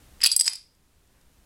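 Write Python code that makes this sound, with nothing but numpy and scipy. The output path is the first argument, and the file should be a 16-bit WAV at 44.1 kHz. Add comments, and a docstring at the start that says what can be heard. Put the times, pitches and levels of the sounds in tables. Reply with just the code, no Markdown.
"""A quick, bright clatter: a short row of plastic dominoes topples on a wooden living-room floor,
close to the microphone. Each contact cracks and sets three modes of a tile ringing; landing tiles
knock and slap on the boards, and the last ones chatter against a plastic tub. The room rings briefly
and a hand rustles faintly over rumble and hiss. The recorder's gain control ducks on the loud hits
and slowly lets the background back."""
import sys
import numpy as np
from scipy import signal
from scipy.fft import rfft, irfft, next_fast_len
from scipy.io import wavfile
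from scipy.ndimage import uniform_filter1d

SR = 44100
rng = np.random.default_rng(int(sys.argv[2]) if len(sys.argv) > 2 else 0)


def wav_record(signal):
    """Record a signal, one row per channel, as 16-bit PCM in the file named by sys.argv[1]."""
    frames = np.transpose(np.atleast_2d(signal))
    bounded = np.clip(frames, -1, 1)
    # unit amplitude maps onto the largest positive 16-bit level
    quanta = np.round(bounded * 32767).astype(np.int16)
    wavfile.write(sys.argv[1], SR, quanta)


N = 63945
T = np.arange(N) / SR
HIT_T = T[:SR // 6]   # time axis of one hit

# Tile on tile, close to the microphone, with three ringing modes:
# start_s, low_hz, middle_hz, low_db, middle_db, high_db, t60_s, crack_db
TILE_CONTACTS = [ (.2060, 5103, 8040, -46.5, -60, -59.5, .015, -54.5),
                 (0.2145, 4700, 7700, -41.5, -52.5, -49, .012, -39),
                 (0.218, 4910, 8000, -23, -38, -41.5, .02, -37),
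                 (.2328, 4940, 7940, -26.5, -41.5, -39, 0.012, -35.5),
                 (0.2351, 4860, 8350, -19, -30.5, -26, 0.012, -29),
                 (.2376, 4916, 8300, -8.5, -25, -13.5, 0.015, -30),
                 (0.2402, 4504, 8560, -14.5, -27.5, -18.5, 0.024, -22.5),
                 (0.2442, 5000, 7900, -5, -27, -18.5, 0.011, -23),
                 (.2475, 4644, 8600, -15.5, -24, -25.5, 0.012, -30),
                 (0.2524, 4220, 7800, -12, -24.5, -22.5, 0.0058, -23),
                 (.2530, 4610, 8470, -11, -27.5, -23.5, 0.021, -30),
                 (.2597, 4650, 7275, -12.5, -18, -14.5, 0.015, -15.5),
                 (0.2629, 4805, 7700, -10.5, -15.5, -7, .022, -15.5),
                 (.2665, 4880, 7778, -16.5, -17.5, -12.5, .022, -18),
                 (0.2719, 4770, 8066, -7, -18, -18.5, 0.022, -15),
                 (0.2907, 4786, 8010, -24.5, -38, -32.5, .025, -32.5),
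                 (.3025, 4833, 8060, -23.5, -45, -38, 0.028, -40),
                 (0.3151, 4540, 8170, -20, -30.5, -31, .02, -23),
                 (.3168, 4843, 8020, -10, -25, -16.5, .045, -17.5),
                 (.3255, 4738, 8035, -13, -24, -29, .045, -23),
                 (.3355, 4740, 8154, -19.5, -35.5, -44, 0.032, -35),
                 (0.342, 4710, 8053, -33.5, -32.5, -34, .02, -36),
                 (.3640, 4980, 8177, -11.5, -24, -4, 0.0091, -14),
                 (.3648, 4882, 8137, -23, -5, -16.5, 0.04, -26.5),
                 (.3770, 4974, 8200, -37, -31.5, -15.5, .025, -49.5),
                 (0.393, 4912, 8220, -17, -26, -29, .03, -17.5),
                 (0.3972, 4914, 8154, -9.5, -4.5, -11, 0.038, -14.5),
                 (.4100, 4814, 7896, -11, -3, -11.5, .024, -9),
                 (0.4139, 5030, 8340, -24.5, -12.5, -33, .02, -26),
                 (0.4205, 4750, 8100, -16.5, -34, -25, 0.034, -30),
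                 (.4330, 4864, 8226, -23.5, -37.5, -36, 0.035, -38),
                 (.4430, 4830, 7875, -25.5, -35, -32, 0.043, -23.5),
                 (.4478, 5160, 7960, -22, -27, -41, 0.023, -26),
                 (.4565, 5056, 8040, -20, -23.5, -37, 0.068, -21),
                 (.4630, 4900, 8300, -43, -30, -39, 0.048, -13.5),
                 (.4665, 4977, 7960, -18.5, -18.5, -24.5, 0.1, -19.5),
                 (.4780, 5240, 7980, -15, -12.5, -33, 0.02, -11.5),
                 (0.4797, 4840, 7740, -2, -28, -27, 0.012, -13.5),
                 (.4970, 4960, 7967, -47, -37, -28.5, 0.046, -24),
                 (.5335, 4920, 8048, -34, -40, -31.5, 0.046, -22),
                 (.5540, 4970, 8200, -24, -31, -37, 0.03, -55),
                 (0.5569, 5130, 7570, -35, -30, -31, 0.013, -32),
                 (.5760, 5010, 8100, -37, -54, -56, .02, -59)]
# Faint ticks as the heap settles: start_s, level_db
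SETTLING_TICKS = [(.7503, -56.5), (.767, -70), (1.075, -59.5), (1.213, -55)]
# Tone of a contact's crack: frequency_hz, relative_db
CRACK_SPECTRUM = [(300, -32.5), (1000, -21), (2500, -11.5), (4500, 0.5), (6500, 0), (8200, 2), (9400, -1.5),
                  (11200, -5), (12500, -17.5), (16000, -24.5)]
# Tone of the bright snap on top of a hard contact: frequency_hz, relative_db
SNAP_SPECTRUM = [(1000, -41), (8000, -15), (11500, -0.5), (13500, -1.5), (16000, -3.5)]


def tiles(high_mode_hz=10777, crack_t60_s=.01):
    """Each contact cracks and rings three modes; a tile pressed by its neighbours rings briefly."""
    rings, cracks, snaps = np.zeros((3, N))
    for start_s, low_hz, middle_hz, low_db, middle_db, high_db, t60_s, crack_db in TILE_CONTACTS:
        high_hz = high_mode_hz * (1 + .012 * rng.uniform(-1, 1))
        add(rings, start_s, mode(low_hz, low_db, t60_s))
        add(rings, start_s, mode(middle_hz, middle_db, .97 * t60_s))
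        add(rings, start_s, mode(high_hz, high_db, .85 * t60_s))
        add(cracks, start_s, from_db(crack_db) * burst(crack_t60_s))
        add(snaps, start_s, from_db(high_db - 10.5) * burst(crack_t60_s))   # follows the high mode
    for start_s, level_db in SETTLING_TICKS:
        add(cracks, start_s, from_db(level_db) * burst(crack_t60_s))
    return rings + colour(cracks, CRACK_SPECTRUM) + colour(snaps, SNAP_SPECTRUM)


# Tiles landing on the floor by the microphone: start_s, level_db
FLOOR_KNOCKS = [(0.205, -39.5), (0.2161, -33), (0.2203, -32), (0.222, -35.5), (0.2312, -26.5),
                (0.2353, -26.5), (0.2385, -21), (0.2442, -14.5), (0.2514, -16), (0.2606, -16.5),
                (.2665, -22), (.2722, -24.5), (0.2908, -37), (0.3171, -28), (0.3356, -33), (.364, -37.5),
                (0.3967, -32.5), (.410, -36.5), (0.442, -37), (.4565, -37.5), (0.4648, -35), (.478, -13.5),
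                (0.4788, -16), (0.5344, -37)]
# Modes of a floorboard: pitch_hz, relative_db, t60_s
BOARD_MODES = [(680, -33, 0.01), (1143, -25, .014), (1490, -18, .014), (2090, -15, .014), (2550, -10, .016),
               (3100, -14, .016), (3704, -12.5, 0.02)]
# Tone of the thud on wood: frequency_hz, relative_db
THUD_SPECTRUM = [(100, -8.5), (400, -20.5), (800, -12.5), (1500, 2), (2500, 10.5), (4000, 6), (6000, -8.5),
                 (12000, -29)]


def floorboards(thud_gain_db=-6.5):
    """A landing tile gives a short thud and rings the wood."""
    rings, thuds = np.zeros((2, N))
    for start_s, level_db in FLOOR_KNOCKS:
        add(thuds, start_s, from_db(level_db + thud_gain_db) * burst(t60_s=.0078))
        add(rings, start_s, strike(BOARD_MODES, level_db, spread=.064))
    return rings + colour(thuds, THUD_SPECTRUM)


# Tiles landing flat, heard close up: start_s, relative_db
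FLAT_LANDINGS = [(.2143, -33.5), (.2597, -15.5), (.364, -28), (.3975, -34), (.410, -29.5), (.478, -9.5),
                 (.4798, -26.5), (.5337, -27)]
# Tone of the slap: frequency_hz, relative_db
SLAP_SPECTRUM = [(100, -19.5), (400, -15.5), (800, -5.5), (2200, 6.5), (4000, 0.5), (8000, -1.5),
                 (11000, -12), (14000, -28)]


def slaps(gain_db=7):
    """A flat landing sends out a single sharp pressure pulse."""
    pulses = np.zeros(N)
    for start_s, relative_db in FLAT_LANDINGS:
        add(pulses, start_s, from_db([relative_db + gain_db]))
    return colour(pulses, SLAP_SPECTRUM)


# Modes of the plastic tub at the end of the row: pitch_hz, relative_db, t60_s
TUB_MODES = [(2490, -6, .018), (2834, -3.5, 0.024), (3315, -1.5, 0.023), (3810, -1.5, 0.019),
             (4380, -7.5, .025)]


def tub(start_s=.2615, hit_db=-12.5, chatter_db=-28, gap_s=.0045, fall_db_per_s=170, low_cut_hz=1300):
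    """One firm hit, then uneven touches that die away; the hollow tub rings lower than a tile."""
    rings = np.zeros(N)
    delays_s = gap_s * (np.arange(1, 21) + rng.uniform(-.5, .5, size=20))
    touches_db = chatter_db - fall_db_per_s * delays_s
    for delay_s, level_db in [(0, hit_db), *zip(delays_s, touches_db)]:
        add(rings, start_s + delay_s, strike(TUB_MODES, level_db, spread=.035))
    low_cut = signal.butter(2, low_cut_hz, "high", fs=SR, output="sos")   # little bass under the tub's ring
    return signal.sosfilt(low_cut, rings)


# Decay of the living room, with no tail where it falls below zero: frequency_hz, t60_s
ROOM_DECAY = [(300, 0.13), (1500, 0.29), (3000, 0.2643), (5000, 0.34), (8000, 0.26), (11000, 0.2648),
              (16000, -0.1)]
# Strength of the room's tail at the microphone: frequency_hz, level_db
ROOM_TAIL = [(300, -8.5), (1000, -9), (2000, -14.5), (3400, -8.5), (5000, -12.5), (8000, -17),
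             (11000, -13.5), (16000, -21.5)]


def room(direct, scatter_db=-6, scatter_t60_s=.034, tail_delay_s=.0077, tail_build_s=.016):
    """Quick scatter from the floor and nearby tiles, then a diffuse tail that dies band by band."""
    hz = np.fft.rfftfreq(N, 1 / SR)
    white = rfft(rng.standard_normal(N))
    swell = 1 - np.exp(-np.maximum(T - tail_delay_s, 0) / tail_build_s)
    response = from_db(scatter_db) * unit_energy(rng.standard_normal(N) * decay(T, scatter_t60_s))
    edges_hz = np.geomspace(150, 18000, 15)
    for low_hz, high_hz in zip(edges_hz, edges_hz[1:]):
        centre_hz = np.sqrt(low_hz * high_hz)
        band = irfft(white * ((hz >= low_hz) & (hz < high_hz)), N)
        envelope = unit_energy(swell * decay(T, at_hz(ROOM_DECAY, centre_hz)))
        response += from_db(at_hz(ROOM_TAIL, centre_hz)) * band * envelope
    return signal.fftconvolve(direct, response)[:N]


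# Tone of the hand's faint rustle: frequency_hz, relative_db
RUSTLE_SPECTRUM = [(100, -9.5), (350, 2), (1000, -1.5), (1900, -1.5), (3500, -17), (10000, -21)]


def hand_rustle(peak_s=1.173, half_width_s=.085, level_db=-70):
    """One soft swell of friction noise as the hand draws back."""
    swell = np.exp(-((T - peak_s) / half_width_s) ** 2)
    return from_db(level_db) * swell * colour(rng.standard_normal(N), RUSTLE_SPECTRUM)


# Living-room tone and the microphone's own noise: frequency_hz, relative_db
BACKGROUND_SPECTRUM = [(20, -0.5), (65, 0.5), (110, -7.5), (200, -12), (400, -17.5), (800, -21.5),
                       (2000, -25), (5000, -28), (10000, -28.5), (15000, -33), (16500, -42.5)]


def background(level_db=-59.5):
    """Low room rumble under an even microphone hiss."""
    return from_db(level_db) * colour(rng.standard_normal(N), BACKGROUND_SPECTRUM)


def strike(modes, level_db, spread):
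    """One blow on a body; the modes shift a little with the spot that is hit."""
    signs = rng.choice([-1, 1], len(modes))
    detunes = 1 + spread * rng.uniform(-1, 1, len(modes))
    return sum(sign * mode(pitch_hz * detune, level_db + relative_db, t60_s)
               for (pitch_hz, relative_db, t60_s), sign, detune in zip(modes, signs, detunes))


def mode(pitch_hz, level_db, t60_s, contact_s=.0002):
    """One struck mode; it swells while the contact lasts, then rings down."""
    swell = 1 - np.exp(-HIT_T / contact_s)
    return from_db(level_db) * np.sin(2 * np.pi * pitch_hz * HIT_T) * decay(HIT_T, t60_s) * swell


def burst(t60_s):
    """A dying puff of noise that starts at an rms of about one."""
    envelope = decay(HIT_T, t60_s)
    return unit_energy(rng.standard_normal(len(HIT_T)) * envelope) * np.sqrt(np.sum(envelope ** 2))


def colour(x, spectrum):
    """Minimum-phase filter that keeps the power of white noise."""
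    size = 2 * next_fast_len(N)
    gain = from_db(at_hz(spectrum, np.fft.rfftfreq(size, 1 / SR)))
    gain /= np.sqrt(np.mean(gain ** 2))
    cepstrum = irfft(np.log(gain))
    cepstrum[1:size // 2] *= 2   # fold onto positive time, so nothing sounds ahead of a hit
    cepstrum[size // 2 + 1:] = 0
    return irfft(rfft(x, size) * np.exp(rfft(cepstrum)))[:N]


def decay(t, t60_s):
    """Exponential fall of 60 dB in t60_s."""
    return np.exp(-np.log(1000) * t / max(t60_s, 1e-4))


def at_hz(points, hz):
    """Read a table on a log-frequency axis."""
    points_hz, values = np.transpose(points)
    return np.interp(np.log(np.maximum(hz, 1)), np.log(points_hz), values)


def from_db(db):
    """Decibels to gain."""
    return 10 ** (np.asarray(db) / 20)


def unit_energy(x):
    """Scale to an energy of one."""
    return x / np.sqrt(np.sum(x ** 2) + 1e-20)


def add(track, start_s, sound):
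    """Mix a sound in at start_s."""
    start = int(start_s * SR)
    track[start:start + len(sound)] += sound[:N - start]


def scene():
    """At the microphone, in mono: the falling row up close, the living room behind it."""
    fall = tiles() + floorboards() + slaps() + tub()
    return (fall + room(fall) + hand_rustle() + background())[None]


def record(dry):
    """The recorder's gain control ducks fast and recovers slowly; a steep filter cuts the top."""
    mic_gain_db, cutoff_hz = 6, 16000
    threshold_db, attack_s, release_db_per_s = -14, .0021, 6.5
    mic = dry * from_db(mic_gain_db)
    power = uniform_filter1d(mic[0] ** 2, size=220)   # 5 ms average
    level_db = 10 * np.log10(np.maximum(power, 1e-12))
    excess_db = np.maximum(level_db - threshold_db, 0)
    recovery_db = release_db_per_s * T
    held_db = np.maximum.accumulate(excess_db + recovery_db) - recovery_db   # each peak drains away
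    pole = np.exp(-1 / (attack_s * SR))
    duck_db = signal.lfilter([1 - pole], [1, -pole], held_db)
    low_pass = signal.ellip(10, .2, 80, cutoff_hz, fs=SR, output="sos")
    return signal.sosfilt(low_pass, mic * from_db(-duck_db))


dry = scene()
out = record(dry)
wav_record(out)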